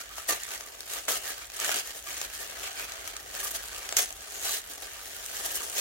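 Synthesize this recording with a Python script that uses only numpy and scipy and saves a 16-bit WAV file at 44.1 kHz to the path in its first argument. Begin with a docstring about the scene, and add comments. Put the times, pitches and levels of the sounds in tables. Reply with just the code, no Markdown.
"""Sticker peeled off tissue paper.

Hands peel a sticker off the tissue lining of a shallow cardboard box, on a table in a small room.
The sheet rustles with tiny random creases, its panels rasp, single folds snap, runs of folds crunch,
and one sharp crack frees the sticker. Paper and box resonances colour the creases; a short noise
tail is the room. Filtered noise rumbles low under it all, with a faint sine hum.
"""
import sys
import numpy as np
from scipy import signal
from scipy.fft import rfft, irfft
from scipy.io import wavfile
from scipy.ndimage import uniform_filter1d

SR = 44100
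rng = np.random.default_rng(int(sys.argv[2]) if len(sys.argv) > 2 else 0)


def materialize(psi):
    """Save the field psi as 16-bit PCM at rate SR to the path in sys.argv[1].

    A 1-D psi becomes a single channel; in a 2-D psi each row is a channel.
    """
    bounded = np.clip(np.atleast_2d(psi).T, -1, 1)
    quanta = np.round(bounded * 32767).astype(np.int16)
    wavfile.write(sys.argv[1], SR, quanta)


N = 255942

# room rumble spectrum, relative: (frequency [Hz], density [dB per Hz])
RUMBLE_SPECTRUM = [(15, -25), (30, -18), (40, 0.5), (58, 0.5), (72, -3), (95, -7.5), (125, -18),
                   (250, -17.5), (1000, -26), (16000, -41)]
# rumble swelling and sinking: (time [s], RMS level [dB])
RUMBLE_LEVEL = [(0, -61), (1.0, -61.5), (1.9, -63), (2.2, -59), (2.9, -60.5), (3.7, -58), (4.4, -60),
                (5.8, -60.5)]
HUM_HZ, HUM_RMS_DB = 53.3, -71.5

# tissue paper in its box, relative: (frequency [Hz], density [dB per Hz])
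PAPER_SPECTRUM = [(60, -26), (140, -17), (200, -17), (280, -9.5), (420, -4.5), (560, -6), (700, -4),
                  (980, -8.5), (1300, -4.5), (1800, -3.5), (2250, -5), (3000, -2.5), (4900, -4),
                  (6500, -1.5), (9500, -4.5), (13000, -6), (16000, -9.5)]
# resonances of box and sheet: (centre [Hz], width [Hz], lift [dB])
RESONANCES = [(465, 30, 0.5), (662, 54, 6), (1250, 200, 3), (1568, 165, 4.5), (1770, 180, 2),
              (2650, 1370, 2.5), (6640, 1600, 2)]
# stereo balance of the paper: (frequency [Hz], left minus right [dB])
LEFT_MINUS_RIGHT = [(60, -8.5), (200, 2.5), (400, 3.5), (700, 4), (1290, -1), (2400, -0.6), (4400, -1.2),
                    (8000, 0.3), (15000, 0)]
PAPER_TOP_HZ, CUTOFF_HZ = 17500, 15950

BODY_TOP_HZ, TILT_PIVOT_HZ = 1000, 5500
# splits between the registers above the hollow body: (frequency [Hz])
REGISTER_EDGES_HZ = [2300, 4800, 9000]
# nominal centres of those registers: (frequency [Hz])
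REGISTER_CENTRES_HZ = [1500, 3300, 6600, 12000]

# steady grip between strokes; slack paper sounds hollow, taut paper crisp:
# (time [s], rustle level [dB], hollow body [dB], brightness [dB per octave])
GRIP = [(0, -48, 2, -1.5), (.5, -41.5, 1.5, 0), (.72, -46.5, 5.5, -0.2), (1.03, -46, 3.5, 0.5),
        (1.42, -41.5, 1, -0.5), (1.485, -51, 4, 0), (1.57, -39.5, 1, -1.5), (2.03, -47.5, 0, -0.2),
        (2.55, -41.5, 4.5, -1.1), (2.97, -42, 2.5, -1.5), (3.23, -46.5, 7, -1.5), (3.36, -42, 2, 0.2),
        (3.92, -40.5, 3, -0.6), (4.14, -46.5, 4, .5), (4.3, -43, 3.5, -0.8), (4.64, -46, 4.5, -1),
        (5.12, -41.5, 1.5, 0.2), (5.8, -38.5, 4, 1.2)]
# fingers push or pull the sheet and one broad panel flexes: (time [s], length [s], level [dB],
# hollow body [dB], brightness [dB per octave], panel pitch [Hz], panel against level [dB])
STROKES = [(0, 0.014, -39.5, 0, 0.5, 1410, -8.5), (0.176, 0.024, -40, -4, 2, 1340, -7.5),
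           (0.423, 0.015, -43.5, -16, 0, 1910, -1.5), (0.519, 0.024, -36.5, 2.5, -.5, 1430, -15),
           (0.903, 0.082, -35.5, 1.5, 0, 1780, -27), (1.25, 0.061, -35.5, 2, 1.3, 1700, -9),
           (1.617, .18, -31, 0.9, 0.3, 3040, -10), (1.871, 0.032, -38.5, -2, .5, 1810, -14),
           (1.96, 0.022, -41, 7.5, 2, 1800, -20), (2.072, 0.18, -37.5, -0.5, 0.3, 2340, -15.5),
           (2.34, .015, -38.5, -5, 1.2, 1800, -14), (2.407, 0.016, -37, 2.5, 2.8, 1800, -10.5),
           (2.636, 0.037, -37, -1, -1, 2870, -10), (2.787, 0.044, -38, 2, -0.2, 2440, -5.5),
           (3.063, 0.039, -42, 2, -0.5, 3160, -14), (3.347, 0.12, -39, 1.5, 0, 1750, -10),
           (3.761, 0.02, -46, 7, 7, 2800, -1), (4.343, 0.1, -42, 3.5, 1.5, 6670, -3),
           (4.446, 0.12, -30.5, -3, 2.6, 3870, -11.5), (4.702, .035, -42.5, 1, 2, 1740, -20),
           (4.824, 0.028, -42, 4.5, 0.5, 1710, -14), (5.332, 0.32, -38, 1.5, 1, 1620, -15),
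           (5.769, .04, -28.5, -1, 1.3, 6500, -10)]
STROKE_RISE_DB_PER_S, STROKE_SAG_DB_PER_S, STROKE_FALL_DB_PER_S = 464, 1.5, 413
# sharp tugs at the sticker, sagging as the paper yields: (time [s], length [s], level [dB],
# hollow body [dB], brightness [dB per octave], panel pitch [Hz], panel against level [dB], sag [dB per s])
TUGS = [(0.291, 0.045, -26, 4.5, 0.68, 1880, -10.5, 100), (1.083, 0.077, -26, 3, 1.6, 1250, -16, 65),
        (3.969, 0.058, -21.5, -1.5, 1.7, 6100, -7, 126)]
TUG_RISE_DB_PER_S, TUG_FALL_DB_PER_S = 3200, 344

# single folds snapping:
# (time [s], level of the energy spread over 4 ms [dB], ring [Hz], brightness [dB per octave])
SNAPS = [(.182, -37.5, 1460, -6.5), (0.4345, -31, 7500, 2), (0.608, -34.5, 5900, -2),
         (0.8059, -33.5, 4700, 1.5), (.9363, -31.5, 6800, 8), (1.053, -39, 7700, 1), (1.083, -28, 3320, -9),
         (1.174, -32.5, 10000, 4), (1.5, -39, 4300, -0.5), (1.5662, -34, 7600, 2), (1.6, -27, 6500, 3.5),
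         (1.646, -25.5, 7600, -1.5), (1.6925, -23.5, 7300, -6.5), (1.7163, -26, 5930, -1),
         (1.7434, -26.5, 3020, 3), (1.7594, -29.5, 8200, -2), (1.787, -30, 6100, 1),
         (2.2148, -27.5, 6500, -1), (2.797, -33, 1700, -1.5), (2.9206, -33.5, 5350, -2.5),
         (3.076, -32.5, 7600, -1.5), (3.1664, -31.5, 6800, -0.5), (3.3503, -34, 9200, 0),
         (3.8904, -30, 6200, -1.5), (3.9253, -26.5, 7500, -4), (4.1061, -35, 8400, -3),
         (4.126, -36.5, 6200, 2), (4.4666, -34, 7600, -5), (5.2616, -34, 7000, 3.5), (5.6984, -34, 7700, 3)]
# faint stray snaps: least level against the grip, mean random excess before its cap, mean brightness
TICKS_PER_S, TICK_DB, TICK_SPREAD_DB, TICK_TILT_DB_PER_OCTAVE = 23, -0.5, 2, 2.8
# runs of folds giving way together:
# (centre time [s], level [dB], standard deviation of the bell [s], brightness [dB per octave])
CRUNCHES = [(0.295, -27.5, 0.0097, 5.5), (3.403, -34, .005, 4), (3.447, -35.5, 0.011, 7),
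            (3.477, -32.5, 0.0069, 2.5), (3.513, -34.5, 0.0047, 7), (3.557, -31, 0.011, 3),
            (5.459, -30, 0.007, 3.5), (5.518, -39, .006, 10), (5.56, -33.5, 0.011, 8.5)]
# the sticker lets go; the level is the energy spread over 4 ms, before panning
CRACK_S, CRACK_DB, CRACK_HZ, CRACK_WIDTH_HZ = 3.9684, -15.5, 6400, 900
# the tail's treble decays in a fraction of this time; level against the dry paper
ROOM_T60_S, ROOM_DB = 0.15, -10


def from_db(db):
    """Amplitude ratio of a level in dB."""
    return 10 ** (np.asarray(db) / 20)


def rms_one(x):
    """Scales to RMS 1 over all channels."""
    return x / np.sqrt(np.mean(x ** 2) + 1e-20)


def at_hz(points, hz):
    """Reads a spectrum on a log-frequency axis."""
    points = np.array(points)
    return np.interp(np.log(hz + 1e-9), np.log(points[:, 0]), points[:, 1])


def in_time(rows):
    """Interpolates each column of a time table to every sample."""
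    s, *columns = np.transpose(rows)
    return [np.interp(np.arange(N) / SR, s, column) for column in columns]


def cut(x, hz, kind, order=3):
    """Butterworth low- or high-pass."""
    return signal.sosfilt(signal.butter(order, hz, kind, fs=SR, output="sos"), x + 1e-18)


def convolve(x, response):
    """Convolves along time, trimmed to the scene length."""
    return signal.oaconvolve(np.atleast_2d(x), response, axes=-1)[:, :N]


def add(out, s, sound):
    """Mixes a short stereo sound in at time s."""
    start = max(round(s * SR), 0)
    out[:, start:start + sound.shape[1]] += sound[:, :N - start]


def resonate(x, hz, width_hz):
    """Two-pole resonance with about unit peak gain."""
    r = np.exp(-np.pi * width_hz / SR)
    numerator = np.array([1, 0, -1]) * (1 - r * r) / 2
    denominator = [1, -2 * r * np.cos(2 * np.pi * hz / SR), r * r]
    return signal.lfilter(numerator, denominator, x + 1e-18)


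def colour(x, gain_db, size=4096):
    """Causal minimum-phase filter with the gain curve gain_db(Hz)."""
    hz = np.arange(size // 2 + 1) * SR / size
    cepstrum = irfft(np.log(from_db(gain_db(hz))))
    # folding the cepstrum gives minimum phase
    cepstrum[..., 1:size // 2] *= 2
    cepstrum[..., size // 2 + 1:] = 0
    return convolve(x, irfft(np.exp(rfft(cepstrum))))


def background():
    """Low noise rumble, nearly alike on both sides, and a sine hum."""
    noise = rng.standard_normal(N) + from_db(-10.0) * rng.standard_normal((2, N))
    rumble = rms_one(colour(noise, lambda hz: at_hz(RUMBLE_SPECTRUM, hz)[None], size=16384))
    hum = np.sqrt(2) * np.sin(2 * np.pi * HUM_HZ * np.arange(N) / SR)
    return from_db(in_time(RUMBLE_LEVEL)[0]) * rumble + from_db(HUM_RMS_DB) * hum


def side_lean_db(hz):
    """Left and right gains that share the stereo balance equally."""
    return at_hz(LEFT_MINUS_RIGHT, hz) * np.array([[0.5], [-0.5]])


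def paper_db(hz):
    """Sheet spectrum with its resonances, left and right."""
    lifts = sum(db / (1 + (2 * (hz - centre) / width) ** 2) for centre, width, db in RESONANCES)
    return at_hz(PAPER_SPECTRUM, hz) + lifts + side_lean_db(hz)


def registers(x):
    """Splits into the hollow body and four registers above it."""
    parts = []
    for edge_hz in [BODY_TOP_HZ] + list(REGISTER_EDGES_HZ):
        low = signal.sosfiltfilt(signal.butter(3, edge_hz, fs=SR, output="sos"), x)
        parts.append(low)
        x = x - low
    return np.array(parts + [x])


def shade(parts, body_db, tilt):
    """Remixes registers: body gain, and a slope in dB per octave above it."""
    out = from_db(body_db) * parts[0]
    for hz, part in zip(REGISTER_CENTRES_HZ, parts[1:]):
        out = out + from_db(tilt * np.log2(hz / TILT_PIVOT_HZ)) * part
    return out


def crease(hz, ring_db, shiver_t60, shiver_db, q=8.0, size=1024):
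    """One buckling crease: click, shiver of the sheet, brief facet ring; mean energy 1 per side."""
    shiver = rng.standard_normal((2, size)) * from_db(-60 * np.arange(size) / SR / shiver_t60)
    pulse = from_db(shiver_db) * rms_one(shiver) / np.sqrt(size)
    # click positions set the lag between the sides
    pulse[[0, 1], rng.integers(0, 10, 2)] += rng.choice([-1, 1])
    ringing = pulse + from_db(ring_db) * resonate(pulse, hz, hz / q)
    return rms_one(ringing) / np.sqrt(size)


def avalanches(per_s, spread_db, fade_s):
    """Stress lets go in sudden random jumps that fade at once."""
    heights = from_db(spread_db * np.minimum(rng.exponential(1, N), 3))
    jumps = (rng.random(N) < per_s / SR) * heights
    return signal.lfilter([1], [1, -np.exp(-1 / (fade_s * SR))], jumps + 1e-18)


def facets(count, moves_per_s, local_share):
    """Facet of each crease: many stay on the one giving way, the rest scatter over the sheet."""
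    moves = rng.random(N) < moves_per_s / SR
    latest_move = np.maximum.accumulate(np.arange(N) * moves)
    giving_way = rng.integers(count // 4, count, N)
    anywhere = rng.integers(0, count, N)
    return np.where(rng.random(N) < local_share, giving_way[latest_move], anywhere)


def crackle(per_s, spread_db, jumps_db, even_s=0.065, count=24):
    """Creases of many sizes buckle in clumps on pitched facets; registers of an evened level."""
    stress = 1 + from_db(jumps_db) * avalanches(per_s=65, spread_db=-8.0, fade_s=0.0067)
    spread = from_db(spread_db * np.minimum(rng.exponential(1, N), 4.5))
    sizes = stress * spread * rng.choice([-1, 1], N)
    clicks = sizes * (rng.random(N) < per_s / SR)
    facet = facets(count, moves_per_s=70, local_share=0.38)
    sheet = np.zeros((2, N))
    for k, hz in enumerate(np.geomspace(500, 14000, count)):
        response = crease(hz, ring_db=5.0, shiver_t60=0.014, shiver_db=5.5)
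        sheet += convolve(clicks * (facet == k), response)
    sheet = cut(colour(sheet, paper_db), PAPER_TOP_HZ, "low", order=8)
    local_power = uniform_filter1d(np.mean(sheet ** 2, axis=0), int(even_s * SR))
    return registers(sheet / np.sqrt(local_power + 1e-12))


def motion(s, length_s, rise, sag, fall, lead_s=0.037, tail_s=0.45):
    """A hand movement builds, sags and dies (slopes in dB per s): its samples and heights."""
    first = max(round((s - lead_s) * SR), 0)
    last = min(round((s + length_s + tail_s) * SR), N)
    near = np.arange(first, last)
    t = near / SR - s
    height_db = rise * np.minimum(t, 0) - sag * np.clip(t, 0, length_s) - fall * np.maximum(t - length_s, 0)
    return near, from_db(height_db)


def movements():
    """Strokes and tugs as (samples, strengths, body dB, brightness, panel Hz, panel dB)."""
    moves = []
    for s, length_s, level_db, *timbre in STROKES:
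        near, height = motion(s, length_s, STROKE_RISE_DB_PER_S, STROKE_SAG_DB_PER_S, STROKE_FALL_DB_PER_S)
        moves.append((near, from_db(level_db) * height, *timbre))
    for s, length_s, level_db, *timbre, sag in TUGS:
        near, height = motion(s, length_s, TUG_RISE_DB_PER_S, sag, TUG_FALL_DB_PER_S)
        moves.append((near, from_db(level_db) * height, *timbre))
    return moves


def rustle():
    """Hand motion drives the crackle; each movement lends its colour by its share of the power."""
    grip_db, body_db, tilt = in_time(GRIP)
    power = from_db(grip_db) ** 2
    for near, strength, own_body_db, own_tilt, _, _ in movements():
        power[near] += strength ** 2
        share = strength ** 2 / power[near]
        body_db[near] += share * (own_body_db - body_db[near])
        tilt[near] += share * (own_tilt - tilt[near])
    parts = crackle(per_s=3400, spread_db=3.0, jumps_db=-6)
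    return np.sqrt(power) * shade(parts, body_db, tilt)


def panels(per_s=2500, spread_db=-0.5, q=4.3):
    """A flexing panel is set ringing by a quick run of slips along its edge."""
    sizes = from_db(spread_db * np.minimum(rng.exponential(1, N), 4))
    slips = (rng.random(N) < per_s / SR) * sizes * rng.choice([-1, 1], N)
    out = np.zeros((2, N))
    for near, strength, _, _, hz, panel_db in movements():
        response = crease(hz, ring_db=11, shiver_t60=0.0049, shiver_db=0)
        rasp = convolve(slips[near], response)[:, :len(near)]
        ringing = rms_one(resonate(rasp, hz, hz / q))
        out[:, near] += from_db(panel_db + side_lean_db(hz)) * strength * ringing
    return out


def room(x, size=16384):
    """Diffuse reflections from table and walls as decaying noise; the treble dies sooner."""
    t = np.arange(size) / SR
    noise = rng.standard_normal((2, size)) * (t > 0.004)
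    low = cut(noise, 4130, "low") * from_db(-60 * t / ROOM_T60_S)
    treble = cut(noise, 5000, "high") * from_db(-60 * t / (0.38 * ROOM_T60_S))
    return convolve(x, rms_one(low + treble) / np.sqrt(size))


def at_level(pulse, level_db):
    """Scales a pulse so that its energy, spread over 4 ms, has this level."""
    return from_db(level_db) * rms_one(pulse) * np.sqrt(0.004 * SR / pulse.shape[1])


def snap(level_db, ring_hz, tilt):
    """One fold flips over: a crease coloured by the sheet."""
    def gain_db(hz):
        octaves = np.log2(np.clip(hz, BODY_TOP_HZ, CUTOFF_HZ) / TILT_PIVOT_HZ)
        return paper_db(hz) + tilt * octaves
    pulse = crease(ring_hz, ring_db=2, shiver_t60=0.012, shiver_db=9, q=2.5)
    pulse = colour(cut(pulse, 450, "high", order=2), gain_db)
    return at_level(cut(pulse, PAPER_TOP_HZ, "low", order=8), level_db)


def snaps():
    """Larger folds flip one at a time; small ones tick at random while the sheet is held."""
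    out, grip_db = np.zeros((2, N)), in_time(GRIP)[0]
    for s, level_db, ring_hz, tilt in SNAPS:
        add(out, s, snap(level_db, ring_hz, tilt))
    for i in np.flatnonzero(rng.random(N) < TICKS_PER_S / SR):
        level_db = grip_db[i] + TICK_DB + TICK_SPREAD_DB * min(rng.exponential(), 2)
        tilt = TICK_TILT_DB_PER_OCTAVE + rng.normal()
        add(out, i / SR, snap(level_db, rng.uniform(1800, 11000), tilt))
    return out


def swell(s, sigma_s):
    """A bell-shaped rise and fall around time s: its samples and heights."""
    first = max(round((s - 4 * sigma_s) * SR), 0)
    last = min(round((s + 4 * sigma_s) * SR), N)
    near = np.arange(first, last)
    return near, np.exp(-0.5 * ((near / SR - s) / sigma_s) ** 2)


def crunches():
    """Short runs of dense creases as folds give way together."""
    parts = crackle(per_s=10000, spread_db=2.8, jumps_db=-18)
    out = np.zeros((2, N))
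    for s, level_db, sigma_s, tilt in CRUNCHES:
        near, height = swell(s, sigma_s)
        out[:, near] += from_db(level_db) * height * shade(parts[..., near], 0, tilt)
    return out


def crack():
    """Taut paper lets go of the sticker and rings for a few cycles, a little to the right."""
    pulse = crease(CRACK_HZ, ring_db=6, shiver_t60=0.013, shiver_db=9)
    ring = rms_one(resonate(pulse, CRACK_HZ, CRACK_WIDTH_HZ))
    click = rms_one(cut(pulse, BODY_TOP_HZ, "high"))
    pulse = ring + from_db(-8) * click
    sides = np.array([at_level(side[None], CRACK_DB)[0] for side in pulse])
    out = np.zeros((2, N))
    add(out, CRACK_S, from_db([[-1.5], [1.5]]) * sides)
    return out


def scene():
    """Paper sounds, their room reflections and the background."""
    paper = rustle() + panels() + snaps() + crunches() + crack()
    return paper + from_db(ROOM_DB) * room(paper) + background()


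def record(dry):
    """Cuts the top steeply with an elliptic low-pass."""
    return signal.sosfilt(signal.ellip(10, 0.1, 80, CUTOFF_HZ, fs=SR, output="sos"), dry)


dry = scene()
out = record(dry)
materialize(out)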